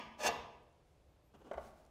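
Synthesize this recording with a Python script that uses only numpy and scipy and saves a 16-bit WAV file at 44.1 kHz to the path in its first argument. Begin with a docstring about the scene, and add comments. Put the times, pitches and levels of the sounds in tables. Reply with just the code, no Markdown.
"""A steel slater's tool is drawn from between roof slates in a reverberant workshop. As the previous
stroke dies away, a short stick-slip scrape swells, driving slate, blade and grit; at 0.28 s the blade
slips off the edge and rings on. In the pause crumbs tick, the roof frame thuds softly and a faint
whistle wavers. From 1.3 s the tool brushes the slate, then is set against it with two dull knocks
near 1.5 s; a sleeve rustles. Room air runs throughout."""
import sys
import numpy as np
from scipy import signal
from scipy.fft import rfft, irfft, next_fast_len
from scipy.io import wavfile
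from scipy.ndimage import uniform_filter1d, map_coordinates

SR = 44100
rng = np.random.default_rng(int(sys.argv[2]) if len(sys.argv) > 2 else 0)


def pcm_store(signal):
    """Save signal as 16-bit PCM."""
    levels = np.round(np.clip(np.atleast_2d(signal), -1, 1) * 32767)
    wavfile.write(sys.argv[1], SR, levels.astype(np.int16).T)


N = 83790
LEAD_SAMPLES = SR // 4  # holds the previous stroke
T = np.arange(-LEAD_SAMPLES, N) / SR


# stroke envelope: t/s, slate level/dB, grit and blade level/dB
STROKE_LEVELS = [(0.177, -66.5, -72.5), (0.188, -49.5, -59.5), (0.203, -45.5, -50), (0.226, -50.5, -44.5),
                 (0.24, -41.5, -38), (.249, -33, -39.5), (0.27, -38, -30), (0.282, -39, -32),
                 (0.288, -31.5, -61), (.297, -64, -66)]
# blade catching on the edge: t/s, level/dB
EDGE_CATCHES = [(.204, -56), (.267, -31.5), (.2812, -33.5), (.2885, -39)]
# scraped slate modes: f/Hz, width/Hz, level/dB
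SLATE_MODES = [(230.3, 29, -10.5), (462.6, 15, -2.5), (540, 9.2, -4), (623, 28, -0.5), (671.2, 19, -0.5),
               (696.7, 36.5, 1.5), (840, 48, -6.5), (964.3, 12, 0.5), (1166, 18.3, -7), (1216, 24, -7)]
# rubbing blade modes: f/Hz, width/Hz, level/dB
BLADE_MODES = [(1506, 44, 2.5), (1713, 29, 11), (1827, 34, -1), (1917, 25, 4), (2286, 14, 6.5),
               (2498, 35, 7.5), (2738, 14.2, 9.5), (3515, 21, 6), (3720, 14, -16), (4456, 54, 4),
               (5310, 36, 0.5), (5870, 58, 1.5), (6370, 37, 2.5), (6974, 22, 1.5)]
# grit spectrum: f/Hz, level/dB
GRIT_SPECTRUM = [(30, -24.5), (110, -11.5), (300, -7.5), (500, 11.5), (1150, 2), (1400, -18.5),
                 (1650, -1.5), (3300, 1), (4000, -4.5), (6800, -2.5), (7400, -6.5), (8400, -4.5),
                 (10200, -18), (11000, -11), (11800, -20), (12700, -7.5), (13500, -20), (16000, -25.5)]

def stroke(earlier_s):
    """Slips and edge catches drive slate, grit and blade; the room answers."""
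    times, slate_db, grit_db = np.transpose(STROKE_LEVELS)
    chatter_db = 1.5 * wobble(knots_per_s=400)  # blade skips over the grain
    level = lambda db: amp(np.interp(T + earlier_s, times, db, left=-120, right=-120) + chatter_db)
    catches = sum(amp(db) * fade(s - earlier_s, t60_s=0.017) for s, db in EDGE_CATCHES) * slips()
    slate = filtered(level(slate_db) * slips() + catches, resonances(SLATE_MODES))
    force = level(grit_db) * slips() + catches
    grit = amp(-4.5) * filtered(force, lambda hz: unit(amp(along(GRIT_SPECTRUM, hz))))
    blade = amp(-2.5) * filtered(force, resonances(BLADE_MODES))
    reverb = room(amp(-3.5) * grit + amp(-18) * blade + amp(-11.5) * slate)
    return slate + grit + blade + reverb


# modes of freed tool and slates: f/Hz, level/dB, t60/s
RELEASE_MODES = [(856, -1.5, 0.68), (972, 1, 0.73), (1200, -8.5, .85), (2560, -8.5, 0.72),
                 (3540, -18, 0.91), (3490, -20.5, 0.96), (4420, -8, 0.35), (4900, -7, .5),
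                 (5570, -32, 0.35), (8120, -28, 0.19)]

def release_ring(earlier_s):
    """Tool and slates ring on once the blade slips off the edge."""
    return ringing(0.282 - earlier_s, RELEASE_MODES, scatter_db=1.5, jitter=0.1)


# duller colour of the previous stroke: f/Hz, level/dB
PREVIOUS_COLOUR = [(100, -10), (210, 2), (400, -6), (680, -14), (1000, -5.5), (1800, -9), (2800, -5.5),
                   (4000, -13), (7000, -10), (13000, -14)]

def scrapes(gap_s=0.3):
    """Previous and main stroke, each with its ring."""
    previous = coloured(stroke(gap_s), PREVIOUS_COLOUR) + amp(-58.5) * release_ring(gap_s)
    return previous + stroke(0) + amp(-49.5) * release_ring(0)


# tool set on the slate: t/s, level/dB, low-pass f/Hz
KNOCK_CONTACTS = [(1.5127, -33.5, 2750), (1.5178, -35.5, 870), (1.5345, -40, 3540), (1.5405, -40, 2570),
                  (1.5745, -40.5, 3170), (1.5795, -34.5, 1680), (1.677, -52, 2450)]
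# modes of the slate on its battens: f/Hz, level/dB, t60/s
DAMPED_SLATE_MODES = [(421, -9, 0.051), (577, -5, 0.054), (631.5, -5.5, 0.08), (693, -0.5, 0.031),
                      (891.5, -8, 0.063), (1106, -12, 0.065), (1454, -16, 0.054), (2084, -15, 0.041),
                      (3010, -16.5, 0.019), (3300, -41, 0.024), (5850, -25.5, 0.055)]

def knocks(attack_s=0.00089):
    """Each contact rings the damped slate with a brief crack; loose contact blurs the upper modes."""
    out = np.zeros(len(T))
    for s, db, cutoff_hz in KNOCK_CONTACTS:
        attack = 1 - np.exp(-np.maximum(T - s, 0) / attack_s)
        ring = attack * ringing(s, DAMPED_SLATE_MODES, scatter_db=4.5, jitter=0.46)
        crack = amp(-23.5) * fade(s, t60_s=0.022) * rng.standard_normal(len(T))
        out += amp(db) * filtered(ring + crack, lambda hz: 1 / (1 + 1j * hz / cutoff_hz))
    return out


# light touches: t/s, level/dB, rise/s, t60/s
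BRUSH_SWELLS = [(1.341, -63.5, .003, 0.074), (1.351, -58.5, 0.0069, .1), (1.422, -62, 0.018, 0.067),
                (1.449, -68.5, .006, 0.15), (1.472, -59, 0.02, 0.38), (1.655, -63.5, 0.08, 0.18),
                (1.812, -67, .01, .12)]
# brushing spectrum: f/Hz, level/dB
BRUSH_SPECTRUM = [(60, -25.5), (200, 2.5), (400, 5), (700, -2.5), (1400, -7.5), (2200, -23.5), (2900, -14),
                  (4200, -28), (6500, -26.5), (13000, -44.5)]

def brushes():
    """Tool and hand rub lightly on the slate."""
    return swells(BRUSH_SWELLS) * unit(coloured(slips(), BRUSH_SPECTRUM))


# rustles: t/s, level/dB, rise/s, t60/s
SLEEVE_SWELLS = [(.87, -84, 0.017, 1), (1.47, -82, 0.11, 0.45), (1.675, -68.5, 0.092, 0.29),
                 (1.79, -77.5, 0.033, 0.59)]
# cloth spectrum: f/Hz, level/dB
CLOTH_SPECTRUM = [(500, 6.5), (2000, 1.5), (6500, -0.5), (10000, -4), (15000, -9)]

def sleeve():
    """Cloth friction in soft swells."""
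    return swells(SLEEVE_SWELLS) * unit(coloured(slips(), CLOTH_SPECTRUM))


# ticks: t/s, level/dB
CRUMB_TICKS = [(0.633, -76), (0.7272, -74.5), (1.5338, -64.5), (1.541, -69), (1.851, -68), (1.8638, -69)]
# tick spectrum: f/Hz, level/dB
TICK_SPECTRUM = [(1000, -22.5), (3000, -2), (7000, 4.5), (10000, 0), (15000, -16)]

def crumbs():
    """Slate crumbs tick in short, bright noise bursts."""
    return sum(amp(db) * fade(s, t60_s=0.013) for s, db in CRUMB_TICKS) * noise(TICK_SPECTRUM)


# thuds: t/s, level/dB, rise/s, t60/s
FRAME_THUDS = [(.28, -60, 0.011, 0.2), (.405, -52.5, 0.011, 0.05), (1.025, -71, .03, 0.24),
               (1.09, -69, 0.016, 0.1), (1.575, -55, .03, 0.39), (1.83, -66, 0.0093, .3)]

def roof_frame(mode_hz=65.5):
    """Shifting weight excites the timber frame's lowest mode, slightly unsteady."""
    phase = 2 * np.pi * mode_hz * T + 0.33 * wobble(knots_per_s=17)
    return swells(FRAME_THUDS) * np.sqrt(2) * np.sin(phase)


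# reverb decay: f/Hz, t60/s
REVERB_DECAY = [(150, 0.85), (400, 0.7739), (1000, 0.7628), (2800, 0.656), (7000, 0.53), (14000, 0.34)]
# reverb colour: f/Hz, level/dB
REVERB_COLOUR = [(100, 10.5), (500, -3.5), (1100, 1.5), (1400, 2.5), (2000, 1.5), (3400, -3), (5500, -6.5),
                 (8000, -19), (15000, -7)]

def room(x, build_up_s=0.017):
    """Diffuse workshop reverb; treble dies first."""
    hz, t, spectra = signal.stft(rng.standard_normal(SR), SR, nperseg=256)
    decay = amp(-60 * t / along(REVERB_DECAY, hz)[:, None])
    tail = signal.istft(spectra * decay, SR, nperseg=256)[1]
    tail *= 1 - np.exp(-(np.arange(len(tail)) / SR / build_up_s) ** 2)
    wet = signal.fftconvolve(x, tail / np.linalg.norm(tail))[:len(x)]
    return coloured(wet, REVERB_COLOUR)


# whistle contour: t/s, f/Hz, level/dB
WHISTLE_CONTOUR = [(1.03, 10800, -110), (1.09, 12000, -91), (1.13, 12110, -92), (1.19, 11900, -108),
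                   (1.24, 12400, -89), (1.273, 12950, -85), (1.33, 11700, -99), (1.4, 12600, -85),
                   (1.45, 12200, -112)]

def whistle():
    """A faint, thin tone with wavering pitch."""
    times, hz, db = np.transpose(WHISTLE_CONTOUR)
    glide_hz = uniform_filter1d(np.interp(T, times, hz), size=1500)
    pitch_hz = glide_hz + 350 * rng.standard_normal(len(T))
    level = amp(np.interp(T, times, db, left=-140, right=-140))
    return level * np.sin(2 * np.pi * np.cumsum(pitch_hz) / SR)


# room air spectrum: f/Hz, level/dB
AIR_SPECTRUM = [(15, -43.5), (25, -14), (66, -4), (90, -13.5), (146, -11), (202, -23.5), (354, -17),
                (383, -20.5), (475, -17), (1910, -37), (2430, -35.5), (12400, -49.5), (15000, -71.5)]

def air():
    """Steady, low room noise."""
    return amp(-68.5) * noise(AIR_SPECTRUM)


def slips(rate_per_s=14000, spread_db=0.5):
    """Dense, irregular stick-slip impulses, rms 1."""
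    slipping = rng.random(len(T)) < rate_per_s / SR
    size = amp(spread_db * rng.standard_normal(len(T)))
    sign = rng.choice([-1, 1], len(T))
    return unit(slipping * size * sign)


def ringing(start_s, modes, scatter_db, jitter):
    """Struck, damped modes with random levels and relative pitch jitter."""
    out = np.zeros(len(T))
    for hz, db, t60_s in modes:
        level = amp(db + scatter_db * rng.standard_normal())
        pitch_hz = hz * (T >= start_s) * (1 + jitter * rng.standard_normal(len(T)))
        out += level * fade(start_s, t60_s) * np.sin(2 * np.pi * np.cumsum(pitch_hz) / SR)
    return out


def resonances(modes):
    """Causal response of modes of alternating sign, unit power gain."""
    return lambda f: unit(sum((-1) ** k * amp(db) * 1j * f * width / (hz * hz - f * f + 1j * f * width)
                              for k, (hz, width, db) in enumerate(modes)))


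def fade(start_s, t60_s):
    """Abrupt onset, exponential decay."""
    return (T >= start_s) * amp(-60 * np.maximum(T - start_s, 0) / t60_s)


def swells(rows):
    """Gaussian rise to each peak, then exponential decay."""
    return sum(amp(db) * np.where(T < s, np.exp(-((T - s) / rise_s) ** 2), fade(s, t60_s))
               for s, db, rise_s, t60_s in rows)


def wobble(knots_per_s):
    """Smooth random curve."""
    return map_coordinates(rng.standard_normal(len(T)), [(T - T[0]) * knots_per_s])


def noise(spectrum):
    """Coloured noise, rms 1."""
    return unit(coloured(rng.standard_normal(len(T)), spectrum))


def coloured(x, spectrum):
    """Shape x by (f/Hz, level/dB) points."""
    return filtered(x, lambda hz: amp(along(spectrum, hz)))


def filtered(x, response):
    """Apply a complex frequency response."""
    size = next_fast_len(len(x) + SR // 2)
    return irfft(rfft(x, size) * response(np.fft.rfftfreq(size, 1 / SR)), size)[:len(x)]


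def along(points, hz):
    """Interpolate (f/Hz, value) points over log frequency."""
    knots_hz, values = np.transpose(points)
    return np.interp(np.log(hz + 1), np.log(knots_hz + 1), values)


def unit(x):
    """Scale to rms 1."""
    return x / np.sqrt(np.mean(np.abs(x) ** 2) + 1e-20)


def amp(db):
    """Decibels to gain."""
    return 10 ** (np.asarray(db) / 20)


def scene():
    """Slate work and background, mono."""
    handling = knocks() + brushes() + sleeve() + crumbs()
    mix = scrapes() + handling + amp(-9) * room(handling) + roof_frame() + whistle() + air()
    return mix[None, LEAD_SAMPLES:]


def record(dry):
    """Brick-wall low-pass."""
    return np.array([filtered(x, lambda hz: hz < 15700) for x in dry])


dry = scene()
out = record(dry)
pcm_store(out)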